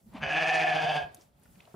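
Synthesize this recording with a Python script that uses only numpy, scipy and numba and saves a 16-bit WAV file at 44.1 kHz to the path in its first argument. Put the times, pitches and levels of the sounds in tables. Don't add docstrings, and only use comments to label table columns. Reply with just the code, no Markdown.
import sys
import numpy as np
from scipy import signal
from scipy.fft import rfft, irfft, next_fast_len
from scipy.io import wavfile
from scipy.ndimage import uniform_filter1d
from numba import njit

SR = 44100
rng = np.random.default_rng(int(sys.argv[2]) if len(sys.argv) > 2 else 0)


def nominal_scale(level):
    x = np.asarray(level, float) / 20
    return 10 ** x


def pcm_store(signal):
    levels = np.round(np.clip(np.atleast_2d(signal), -1, 1) * 32767)
    wavfile.write(sys.argv[1], SR, levels.astype(np.int16).T)


N = 77175

# frequency_hz, density_db (per Hz)
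AIR_SPECTRUM = [(15, -47), (25, -2.5), (170, -5), (354, -16), (659, -14.5), (1520, -23.5), (2690, -25),
                (5730, -31), (16000, -28.5)]
# frequency_hz, correlation (-1 to 1)
EAR_LIKENESS = [(60, 0.63), (240, 0.12), (950, 0.015), (3770, 0.054), (15000, 0.05)]
# start_s, level_db
STIRRING = [(0, -66.5), (.15, -53), (.28, -48.5), (.36, -60), (.83, -62), (1.05, -56), (1.2, -65.5),
            (1.33, -68.5), (1.5, -60.5), (1.75, -68.5)]
# start_s, level_db
RUSTLE = [(0, -71), (.04, -77.5), (.12, -64), (1.1, -60.5), (1.22, -64), (1.32, -77.5), (1.44, -66),
          (1.53, -69.5), (1.62, -63), (1.75, -65.5)]
# start_s, level_db
STRAW_HISS = [(0, -72.5), (.14, -70.5), (.25, -70), (1.0, -64), (1.1, -76), (1.17, -66.5), (1.24, -69),
              (1.33, -82.5), (1.44, -69.5), (1.75, -68.5)]
# start_s, peak_db, frequency_hz, t60_s, left_minus_right_db
TICKS = [(0.131, -53, 890, .04, 0), (.137, -59, 9000, 0.034, 0), (0.212, -44.5, 1604, 0.019, 0),
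         (1.1455, -45, 6890, 0.012, 3), (1.1452, -45.5, 10500, 0.03, 11), (1.1458, -46.5, 6000, 0.022, 0),
         (1.17, -53, 3800, .006, 2), (1.2117, -48, 5790, .006, -4), (1.22, -52, 6000, .01, 2),
         (1.398, -56, 13000, .02, 5.5), (1.434, -53.5, 9900, .02, -3.5), (1.456, -56, 1300, 0.0217, -4.5),
         (1.556, -59.5, 2140, .025, -5), (1.593, -57.5, 3180, 0.008, 3), (1.603, -49.5, 2310, 0.019, 8),
         (1.6055, -49, 2820, 0.019, 16), (1.608, -63, 3500, .015, 2.5), (1.6526, -56, 3200, .02, 11),
         (1.654, -61, 4540, .015, 1), (1.674, -49.5, 689, 0.031, 7)]
# centre_s, level_db, frequency_hz, half_length_s
THUDS = [(0.07, -51, 213, 0.014), (0.074, -64, 140, 0.026), (0.151, -35.5, 253, 0.0064),
         (0.172, -58, 101, 0.0059), (0.23, -43, 222.5, 0.025), (0.21, -51, 70, 0.021),
         (.24, -38, 149.2, 0.023), (1.037, -51.5, 75, 0.0152), (1.06, -49.5, 140, 0.015),
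         (.63, -35.5, 1600, 0.027), (.978, -33, 1625, .018), (1.052, -65, 1630, 0.023),
         (1.049, -61, 2550, 0.036), (0.16, -48, 190, 0.041), (.31, -54.5, 90, 0.023),
         (1.187, -53.5, 327, 0.005), (1.5, -54.5, 170, 0.015), (1.58, -56, 190, 0.017)]
# centre_s, level_db, frequency_hz, half_length_s
PUFFS = [
    (0.088, -85, 1010, .025),
    (0.166, -48, 757, 0.028),
    (0.171, -53, 2200, 0.025),
    (0.18, -76, 3026, 0.016),
    (0.215, -49, 1240, 0.011),
    (0.657, -50.5, 388, 0.33),
    (1.222, -71.5, 5800, 0.031),
]
# start_s, level_db
KNOCK_BLOWS = [
    (1.7405, -33),
    (1.7425, 0),
    (1.747, -1),
]
# frequency_hz, level_db, t60_s
KNOCK_MODES = [(170, -38.5, 0.091), (363, -38.5, 0.075), (680, -44, 0.019), (980, -46, 0.026),
               (1300, -51, .02)]
# start_s, pitch_hz, level_db
THROBS = [(.238, 147.9, -3.5), (0.31, 152.5, -2), (0.372, 160.8, 0), (0.425, 161.3, 0.5), (0.49, 162.2, 0),
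          (.553, 160.9, -1), (0.622, 160.6, -0.5), (0.688, 158.3, -2), (0.762, 157.7, 0.5),
          (0.835, 156.4, 1), (0.902, 153.4, 0), (0.97, 150.7, 2), (1.029, 139.8, -12),
          (1.095, 130.4, -37.5)]
# start_s, pitch_hz, level_db
LOOSE_VOICING = [
    (.2, 133, -80),
    (.225, 134, -46),
    (.29, 137, -42),
    (.345, 141, -47),
    (.38, 143, -80),
]
# multiple, level_db
LOOSE_PARTIALS = [(3, -6.5), (4, -0.5), (5, -3), (6, -7)]
# multiple, level_db, dip_db, growth_db_per_s, dip_growth_db_per_s
CHEST_PARTIALS = [(1, -42.5, 10, 0.5, 3), (2, -55.5, 7.5, -8.5, 20), (3, -47, 22, -4, 11.5),
                  (4, -38.5, 12, -5.5, 14.5), (5, -29, 25.5, 10, -1.5), (6, -37.5, 16, 38.5, 9)]
# start_s, first_hz, second_hz, third_hz, opening_db
MOUTH = [
    (.2, 657, 1680, 2400, -6),
    (.34, 728, 1671, 2510, 3),
    (.46, 740, 1728, 2490, 1),
    (.58, 750, 1769, 2470, 3.5),
    (.72, 730, 1727, 2456, 0.5),
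    (.77, 713, 1656, 2520, -3.5),
    (.98, 660, 1649, 2574, -7),
    (1.1, 770, 1617, 2480, -0.5),
]
# width_hz, level_db
MOVING_FORMANTS = [(132, -6), (70, -2.5), (190, -6.5)]
# frequency_hz, width_hz, level_db, growth_db_per_s
STILL_FORMANTS = [(1065, 230, -24, -8.5), (1590, 180, -20.5, -12), (2290, 120, -16.5, -2.5),
                  (2947, 77, -12.5, -7), (3081, 130, -12.5, 4.5), (3500, 182, -20.5, 11.5),
                  (4675, 130, -24, 2.5), (6240, 160, -36, -12)]
# centre_s, frequency_hz, level_db, half_length_s
THROAT_RINGS = [(0.348, 723.1, -33, 0.031), (0.395, 746.6, -44, 0.0082), (0.453, 751, -32, 0.018),
                (0.517, 761, -26.5, 0.014), (0.581, 742, -28.5, 0.029), (0.651, 730, -24.5, 0.012),
                (.725, 734.4, -27, .018), (0.767, 717.1, -27.5, 0.01), (0.806, 740.4, -31, 0.014),
                (.868, 701.8, -30.5, 0.028), (0.926, 701.5, -29.5, 0.0186), (1.009, 701.3, -41, 0.017),
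                (1.045, 739.7, -51.5, 0.019), (1.112, 720.7, -57.5, 0.019), (1.145, 719, -58.5, 0.0083)]
# frequency_hz, density_db (per Hz)
RASP_SPECTRUM = [(2350, -36), (4000, -2.5), (4660, -7), (5580, -9), (10600, -29.5), (12500, -28),
                 (16200, -62), (22000, -120)]

AIR_FLICKER_DB = 1.2
BARN_T60_S, BARN_DB, WALL_LOW_HZ, WALL_HIGH_HZ = 0.24, -6, 303, 1320
TICK_SNAP = 4.1
JITTER, SAG = 0.0035, 0.015
SHIMMER_DB, DIP_SHARPNESS = 2.5, 1.6
PULSE_DB, HISS_UNDER_DB, RASP_DB = -32, -1.5, -47.5
PULSE_DIP_DB, HISS_DIP_DB, RASP_DIP_DB = 9, -0.5, 6.5
GATE_DEPTH = 0.11
FREE_WOBBLE, SECOND_DB = 0.0074, -40
ONSET_S, ATTACK_S, CLEAR_S = 0.2073, 0.024, 0.12
LOCK_S, LOCK_RISE_S = 0.345, 0.024
BRIGHT_S = 0.278
RUMBLE_CUT_HZ, TOP_HZ = 39, 16500
SUM_GAP_HZ, DIFFERENCE_GAP_HZ = [13150, 13800], [10600, 11500]
SIDE_MIDS_DB, SIDE_HIGH_DB, SIDE_TOP_DB = -2, 8.5, 2


def rms_one(x):
    return x / np.sqrt(np.mean(x ** 2) + 1e-20)


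def in_time(rows):
    s, *columns = np.transpose(rows)
    return [np.interp(np.arange(N) / SR, s, column) for column in columns]


def at_hz(points, hz):
    points = np.array(points)
    return np.interp(np.log(hz), np.log(points[:, 0]), points[:, 1])


def drift(rate_hz):
    step = 40
    r = np.exp(-2 * np.pi * rate_hz * step / SR)
    white = rng.standard_normal(N // step + 2002)
    slow = signal.lfilter([1], [1, -2 * r, r * r], white)[2000:]
    return np.interp(np.arange(N) / step, np.arange(len(slow)), rms_one(slow))


def butter(x, order, hz, kind):
    return signal.sosfilt(signal.butter(order, hz, kind, fs=SR, output="sos"), x)


def ring(x, hz, t60):
    r, w = nominal_scale(-60 / (t60 * SR)), 2 * np.pi * hz / SR
    return signal.lfilter([0, np.sin(w)], [1, -2 * r * np.cos(w), r * r], x + 1e-18)


@njit
def glide(x, c, r):
    y = np.zeros(len(x))
    for i in range(2, len(x)):
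        y[i] = (1 - r * r) / 2 * (x[i] - x[i - 2]) + 2 * r * c[i] * y[i - 1] - r * r * y[i - 2]
    return y


def resonate(x, hz, width_hz):
    return glide(x, np.cos(2 * np.pi * hz / SR) * np.ones(N), np.exp(-np.pi * width_hz / SR))


def swell(centre_s, half_s):
    return np.exp(-((np.arange(N) / SR - centre_s) / half_s) ** 2)


def banded_noise(spectrum, patchy_db, low_hz, high_hz, alike=None):
    edges = np.geomspace(low_hz, high_hz, int(2 * np.log2(high_hz / low_hz)) + 2)
    white = rng.standard_normal((2, 2, N))
    together = drift(5.2)
    out = 0
    for k, (low, high) in enumerate(zip(edges, edges[1:])):
        mid, side = butter(white[k % 2], 2, [low, high], "band")
        hz = np.sqrt(low * high)
        c = np.clip(at_hz(EAR_LIKENESS, hz) if alike is None else alike, -1, 1)
        gain = nominal_scale(at_hz(spectrum, hz) + patchy_db * (0.69 * together + drift(29)))
        out = out + gain * (np.sqrt(1 + c) * mid + np.sqrt(1 - c) * side * [[1], [-1]])
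    return rms_one(out)


def barn_air():
    low_db, = in_time(STIRRING)
    middle_db, = in_time(RUSTLE)
    fine_db, = in_time(STRAW_HISS)
    low = nominal_scale(low_db) * banded_noise(AIR_SPECTRUM, AIR_FLICKER_DB, 40, 330, alike=0.79)
    middle = nominal_scale(middle_db) * banded_noise(AIR_SPECTRUM, AIR_FLICKER_DB, 358, 5000)
    fine = nominal_scale(fine_db) * banded_noise(AIR_SPECTRUM, AIR_FLICKER_DB, 5000, 19000, alike=0.3)
    return low + middle + fine


def barn_echo(x):
    size = next_fast_len(N + SR)
    w = 2 * np.pi * np.arange(size // 2 + 1) / size
    spectrum = rfft(x, size)
    out = np.zeros((2, N))
    for k, lag in enumerate((rng.uniform(0.015, 0.045, 16) * SR).astype(int)):
        loop = nominal_scale(-60 * lag / SR / BARN_T60_S) * np.exp(-1j * w * lag)
        out[k % 2] += (-1) ** (k // 2) * irfft(spectrum * loop / (1 - loop), size)[:N]
    return butter(out, 1, [WALL_LOW_HZ, WALL_HIGH_HZ], "band")


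def ticks():
    out, t = np.zeros((2, N)), np.arange(N) / SR
    for s, peak_db, hz, t60, pan_db in TICKS:
        snap = TICK_SNAP * (np.arange(N) == int(s * SR) + 1)
        decay = (t >= s) * nominal_scale(-60 * np.maximum(t - s, 0) / t60)
        burst = (rng.standard_normal(N) + snap) * decay
        tick = resonate(resonate(burst, hz, 0.4 * hz), hz, 0.5 * hz)
        out += nominal_scale(peak_db) * tick / np.abs(tick).max() * nominal_scale(pan_db * np.array([[0.5], [-0.5]]))
    return out


def thuds():
    t = np.arange(N) / SR
    return sum(nominal_scale(db) * np.sin(2 * np.pi * hz * (t - s)) * swell(s, half) for s, db, hz, half in THUDS)


def puffs():
    out = 0
    for s, db, hz, half in PUFFS:
        gust = resonate(resonate(rng.standard_normal(N), hz, 0.69 * hz), hz, 0.9 * hz)
        out = out + nominal_scale(db) * rms_one(gust) * swell(s, half)
    return out


def closing_knock():
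    blow = sum(nominal_scale(db) * (np.arange(N) == int(s * SR)) for s, db in KNOCK_BLOWS)
    blow = butter(blow, 2, [90, 1300], "band")
    return sum(nominal_scale(db) * ring(blow, hz, t60) for hz, db, t60 in KNOCK_MODES)


def throat(source, moving_hz, open_db):
    t = np.arange(N) / SR
    voice = 0
    for k, (hz, (width, db)) in enumerate(zip(moving_hz, MOVING_FORMANTS)):
        gain = nominal_scale(db + open_db * (k > 0))
        voice = voice + (-1) ** k * gain * resonate(resonate(source, hz, width), hz, 6 * width)
    for k, (hz, width, db, grow_db) in enumerate(STILL_FORMANTS):
        gain = nominal_scale(db + grow_db * (t - 0.7214))
        voice = voice + (-1) ** k * gain * resonate(source, hz, width)
    return nominal_scale(21.5) * butter(voice, 2, 480, "high")


def chest_tone(turns, dip):
    t = np.arange(N) / SR
    out = 0
    for multiple, db, dip_db, grow_db, deepen_db in CHEST_PARTIALS:
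        fall_db = np.maximum(dip_db + deepen_db * (t - 0.65), 0) * dip
        gain = np.sqrt(2) * nominal_scale(db + grow_db * (t - 1.1351) - fall_db + 2.07 * drift(30))
        start, rise = (ONSET_S, CLEAR_S) if multiple < 3 else (LOCK_S, LOCK_RISE_S)
        entry = np.clip((t - start) / rise, 0.05, 1) ** 2
        out = out + gain * np.sin(2 * np.pi * multiple * turns) * entry
    return out


def second_resonance(second_hz, open_db):
    turns = np.cumsum(second_hz * (1 + FREE_WOBBLE * drift(40))) / SR
    return nominal_scale(SECOND_DB + open_db + 3 * drift(32)) * np.sin(2 * np.pi * turns)


def throat_rings():
    turns = np.cumsum(in_time(THROAT_RINGS)[0] * (1 + 0.0028 * drift(22))) / SR
    envelope = sum(np.sqrt(2) * nominal_scale(db) * swell(s, half) for s, hz, db, half in THROAT_RINGS)
    return np.sin(2 * np.pi * turns) * envelope


def loose_voicing():
    hz, level_db = in_time(LOOSE_VOICING)
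    turns = np.cumsum(hz * (1 + 0.0057 * drift(28))) / SR
    return sum(nominal_scale(level_db + db + 0.61 * drift(25)) * np.sin(2 * np.pi * multiple * turns)
               for multiple, db in LOOSE_PARTIALS)


def ewe():
    t = np.arange(N) / SR
    pitch_hz, level_db = in_time(THROBS)
    throb_count, = in_time([(row[0], k) for k, row in enumerate(THROBS)])
    dip = (0.5 - 0.5 * np.cos(2 * np.pi * throb_count)) ** DIP_SHARPNESS
    last_fall_db = 150 * np.maximum(t - THROBS[-1][0], 0)
    level = nominal_scale(level_db - last_fall_db) * np.clip((t - ONSET_S) / ATTACK_S, 0, 1)

    turns = np.cumsum(pitch_hz * (1 - SAG * dip + JITTER * drift(50))) / SR
    cycle = turns.astype(int)
    pulses = np.diff(cycle, prepend=0) * nominal_scale(SHIMMER_DB * rng.standard_normal(N)[cycle])
    gate = 1 - GATE_DEPTH + GATE_DEPTH * 2 * np.exp(-3 * (turns % 1))
    hiss = gate * rng.standard_normal(N)
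    source = nominal_scale(PULSE_DB - PULSE_DIP_DB * dip) * rms_one(pulses)
    source = source + nominal_scale(PULSE_DB + HISS_UNDER_DB - HISS_DIP_DB * dip) * hiss

    *moving_hz, open_db = in_time(MOUTH)
    voice = throat(source, moving_hz, open_db)
    voice = voice + chest_tone(turns, dip) + second_resonance(moving_hz[1], open_db)
    rasp = gate * banded_noise(RASP_SPECTRUM, 2.2, 3800, 12500, alike=0.92)
    rasp = nominal_scale(RASP_DB - RASP_DIP_DB * dip + open_db * 0.56) * rasp
    brightening = np.clip((t - BRIGHT_S) / 0.013, 0.3, 1)
    return level * voice + throat_rings() + loose_voicing(), level * rasp * brightening


def scene():
    air = barn_air()
    small_sounds = ticks() + thuds() + puffs() + closing_knock()
    voice, rasp = ewe()
    near = voice * nominal_scale(np.array([[0.2], [-0.2]])) + rasp + small_sounds
    return near + nominal_scale(BARN_DB) * barn_echo(near.mean(axis=0)) + air


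def band_limit(x):
    return signal.sosfilt(signal.butter(12, 15740, fs=SR, output="sos"), x)


def record(dry):
    dry = butter(dry, 1, RUMBLE_CUT_HZ, "high")
    mid, side = (dry[0] + dry[1]) / 2, (dry[0] - dry[1]) / 2
    low = butter(side, 3, 2000, "low")
    mids = butter(side, 3, [2000, 7600], "band")
    high = butter(side, 3, [7600, 11000], "band")
    top = butter(side, 3, 11000, "high")
    side = low + nominal_scale(SIDE_MIDS_DB) * mids + nominal_scale(SIDE_HIGH_DB) * high + nominal_scale(SIDE_TOP_DB) * top
    mid = signal.sosfilt(signal.cheby2(5, 45, SUM_GAP_HZ, "stop", fs=SR, output="sos"), mid)
    side = signal.sosfilt(signal.cheby2(5, 45, DIFFERENCE_GAP_HZ, "stop", fs=SR, output="sos"), side)

    loud_db = 10 * np.log10(uniform_filter1d(mid ** 2, 2048) + 1e-12)
    loud = np.clip((loud_db + 46) / 6, 0, 1)
    for hz, share in (([12400, 14500], 1), ([14500, 16400], 0.55)):
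        band = signal.sosfiltfilt(signal.butter(8, hz, "band", fs=SR, output="sos"), mid)
        mid = mid - share * loud * band
    top_cut = signal.cheby2(12, 60, TOP_HZ, fs=SR, output="sos")
    mix = signal.sosfilt(top_cut, np.array([mid + side, mid - side]))
    return band_limit(mix)


dry = scene()
out = record(dry)
pcm_store(out)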